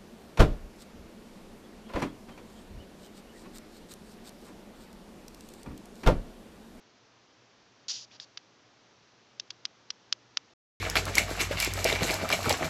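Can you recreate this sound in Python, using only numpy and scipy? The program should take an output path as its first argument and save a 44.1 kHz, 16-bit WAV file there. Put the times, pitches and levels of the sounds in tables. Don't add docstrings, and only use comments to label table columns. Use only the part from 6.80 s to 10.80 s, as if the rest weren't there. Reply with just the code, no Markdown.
import sys
import numpy as np
from scipy import signal
from scipy.fft import rfft, irfft
from scipy.io import wavfile

SR = 44100
rng = np.random.default_rng(int(sys.argv[2]) if len(sys.argv) > 2 else 0)


def wrap_up_sound(samples):
    columns = np.atleast_2d(samples).T
    tamed = np.clip(columns, -1, 1)
    steps = np.round(tamed * 32767).astype(np.int16)
    wavfile.write(sys.argv[1], SR, steps)


N = 176400

# (frequency [Hz], relative level [dB])
ROOM_SPECTRUM = [(15, -57), (25, -26), (68, -12), (90, -9), (115, 0.5), (147, -7), (202, -4), (278, -3),
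                 (444, -4), (489, -5), (725, -6), (1250, -8), (2090, -11), (6010, -13.5), (7130, -23),
                 (8900, -52), (11600, -83), (19600, -120)]
ROOM_DB, HUM_HZ, HUM_DB, HUM_WAVER = -62, 120, -81, .25
# (start [s], attack [s], hold [s], length [s], level [dB], fade [dB/s], tilt [dB/octave])
PAPER_FIZZES = [(1.082, 0.0018, .018, 0.046, -34, 146, -1), (1.094, .007, .003, .035, -32.5, 452, 2),
                (1.118, 0.0065, 0.033, 0.14, -39.5, 141.5, 0),
                (1.304, 0.022, 0.0297, 0.071, -55.5, 202, -9), (1.4, .002, 0.031, .053, -50.5, 198, -3)]
# (frequency [Hz], relative level [dB])
FIZZ_SPECTRUM = [(300, -45.5), (900, -30), (1500, -24), (2200, -22), (2950, -10), (3600, -8.5), (4300, -5),
                 (4950, 0.5), (5350, -4.5), (5750, -1), (6400, -9.5), (6850, -7), (7400, -20.5),
                 (8100, -34), (9000, -44.5)]
GRAINS_PER_S, GRAIN_SPREAD_DB, FIZZ_RELEASE_S = 3500, 2, .008
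# (time [s], peak level [dB], pitch [times the mode frequencies])
BUBBLE_POPS = [(1.3140, -46.5, .68), (1.3997, -28.5, 1.0)]
# (frequency at pitch 1 [Hz], relative level [dB], time to fall 60 dB [s])
BUBBLE_MODES = [(1750, -13, 0.0087), (3660, 0, 0.0076), (4130, -4.5, .005), (4960, -7.5, 0.019)]
POP_RISE_S = 0.00049
# (time [s], snap peak [dB], lead of the first touch [ms], touch [dB re snap],
# spatter [dB re snap], tilt [dB/octave])
BOWL_DRIPS = [(1.5747, -22.5, 0.83, -13, 0, -3), (2.5996, -15.5, 1.11, -4, -5, 2.5),
              (2.7063, -20.5, 1.8, -8.5, -1.5, -1), (2.8540, -11.5, .8, -23, -7, 0.5),
              (3.1051, -14, 0.99, -14, -4.5, 0), (3.3268, -5, 0.63, -19, -9, 0),
              (3.5726, -5.5, 1.1, -27, -10.5, -1)]
# (frequency [Hz], relative level [dB])
DRIP_SPECTRUM = [(200, -51), (600, -31), (950, -22.5), (1250, -9), (2300, -11.5), (2900, -2.5), (3600, -1),
                 (4100, -2.5), (4900, 0.5), (5900, -3.5), (6900, -15.5), (7700, -34), (9000, -52.5)]
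ONSET_S, ONSET_DB, ONSET_RISE_DB = 0.0045, -14.5, 18
SPATTER_S, SPATTER_T60_S, SPATTER_RELEASE_S, SPATTER_DB_PER_OCTAVE = 0.0092, .024, 0.0018, 2.5
STOP_S, LOWPASS_HZ = 3.737, 9050


def amp(db):
    return 10 ** (np.asarray(db) / 20)


def unit(x):
    return x / np.sqrt(np.mean(x ** 2) + 1e-20)


def add(mix, start_s, sound):
    part = mix[round(start_s * SR):][:len(sound)]
    part += sound[:len(part)]


def colour(x, spectrum, tilt=0):
    hz = np.fft.rfftfreq(len(x), 1 / SR) + 1
    points_hz, points_db = np.transpose(spectrum)
    db = np.interp(np.log(hz), np.log(points_hz), points_db)
    octaves = np.log2(np.maximum(hz, 500) / 4000)
    return irfft(rfft(x) * amp(db + tilt * octaves), len(x))


def drift(rate_hz):
    return unit(irfft(rfft(rng.standard_normal(N)) * (np.fft.rfftfreq(N, 1 / SR) < rate_hz), N))


def room_tone():
    waver = 1 + HUM_WAVER * drift(rate_hz=2.7)
    hum = np.sqrt(2) * np.sin(2 * np.pi * HUM_HZ * np.arange(N) / SR) * waver
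    air = unit(colour(rng.standard_normal(N), ROOM_SPECTRUM))
    return amp(ROOM_DB) * air + amp(HUM_DB) * hum


def paper_fizz(start_s, attack, hold, length, db, fade_db_per_s, tilt, size=8192):
    t = np.arange(size) / SR
    grains = (rng.random(size) < GRAINS_PER_S / SR) * rng.choice([-1., 1.], size)
    grains *= amp(GRAIN_SPREAD_DB * np.minimum(rng.exponential(1, size), 4))
    hiss = rng.standard_normal(size)
    fizz = unit(colour(unit(grains) + hiss, FIZZ_SPECTRUM, tilt))
    gate = np.minimum(t / attack, 1) * np.clip((length - t) / FIZZ_RELEASE_S, 0, 1)
    fade_db = fade_db_per_s * np.maximum(t - attack - hold, 0)
    return start_s, gate * amp(db - fade_db) * fizz


def bubble_pop(start_s, db, pitch, size=2048):
    t = np.arange(size) / SR
    ring = sum(amp(level - 60 * t / t60) * np.sin(2 * np.pi * hz * pitch * t)
               for hz, level, t60 in BUBBLE_MODES)
    ring *= np.minimum(t / POP_RISE_S, 1)
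    return start_s, amp(db) * ring / abs(ring).max()


def drip(snap_s, db, lead_ms, touch_db, spatter_db, tilt, size=2048):
    snap_at = size // 4
    t = (np.arange(size) - snap_at) / SR
    impulse = 1. * (t == 0)
    snap = colour(impulse, DRIP_SPECTRUM, tilt)
    touch = amp(touch_db) * np.roll(snap, -round(lead_ms * SR / 1000))
    specks = rng.choice([-1., 1.], size)
    rise = (t < 0) * (t > -ONSET_S) * amp(ONSET_RISE_DB * t / ONSET_S)
    gate = (t > 0) * np.clip((SPATTER_S - t) / SPATTER_RELEASE_S, 0, 1)
    decay = amp(-60 * abs(t) / SPATTER_T60_S)
    crackle = amp(ONSET_DB) * unit(colour(specks * rise, DRIP_SPECTRUM, tilt))
    spatter = unit(colour(specks * gate * decay, DRIP_SPECTRUM, tilt + SPATTER_DB_PER_OCTAVE))
    spray = amp(spatter_db) * snap.std() * (crackle + spatter)
    return snap_s - snap_at / SR, amp(db) * (touch + snap + spray) / snap.max()


def scene():
    mix = room_tone()
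    for source, table in ((paper_fizz, PAPER_FIZZES), (bubble_pop, BUBBLE_POPS), (drip, BOWL_DRIPS)):
        for row in table:
            add(mix, *source(*row))
    return mix[None]


def record(dry):
    live = dry * (np.arange(N) < STOP_S * SR)
    lowpass = signal.firwin(511, LOWPASS_HZ, window=("kaiser", 9), fs=SR)
    return signal.oaconvolve(live, lowpass[None], "same")


dry = scene()
out = record(dry)
wrap_up_sound(out)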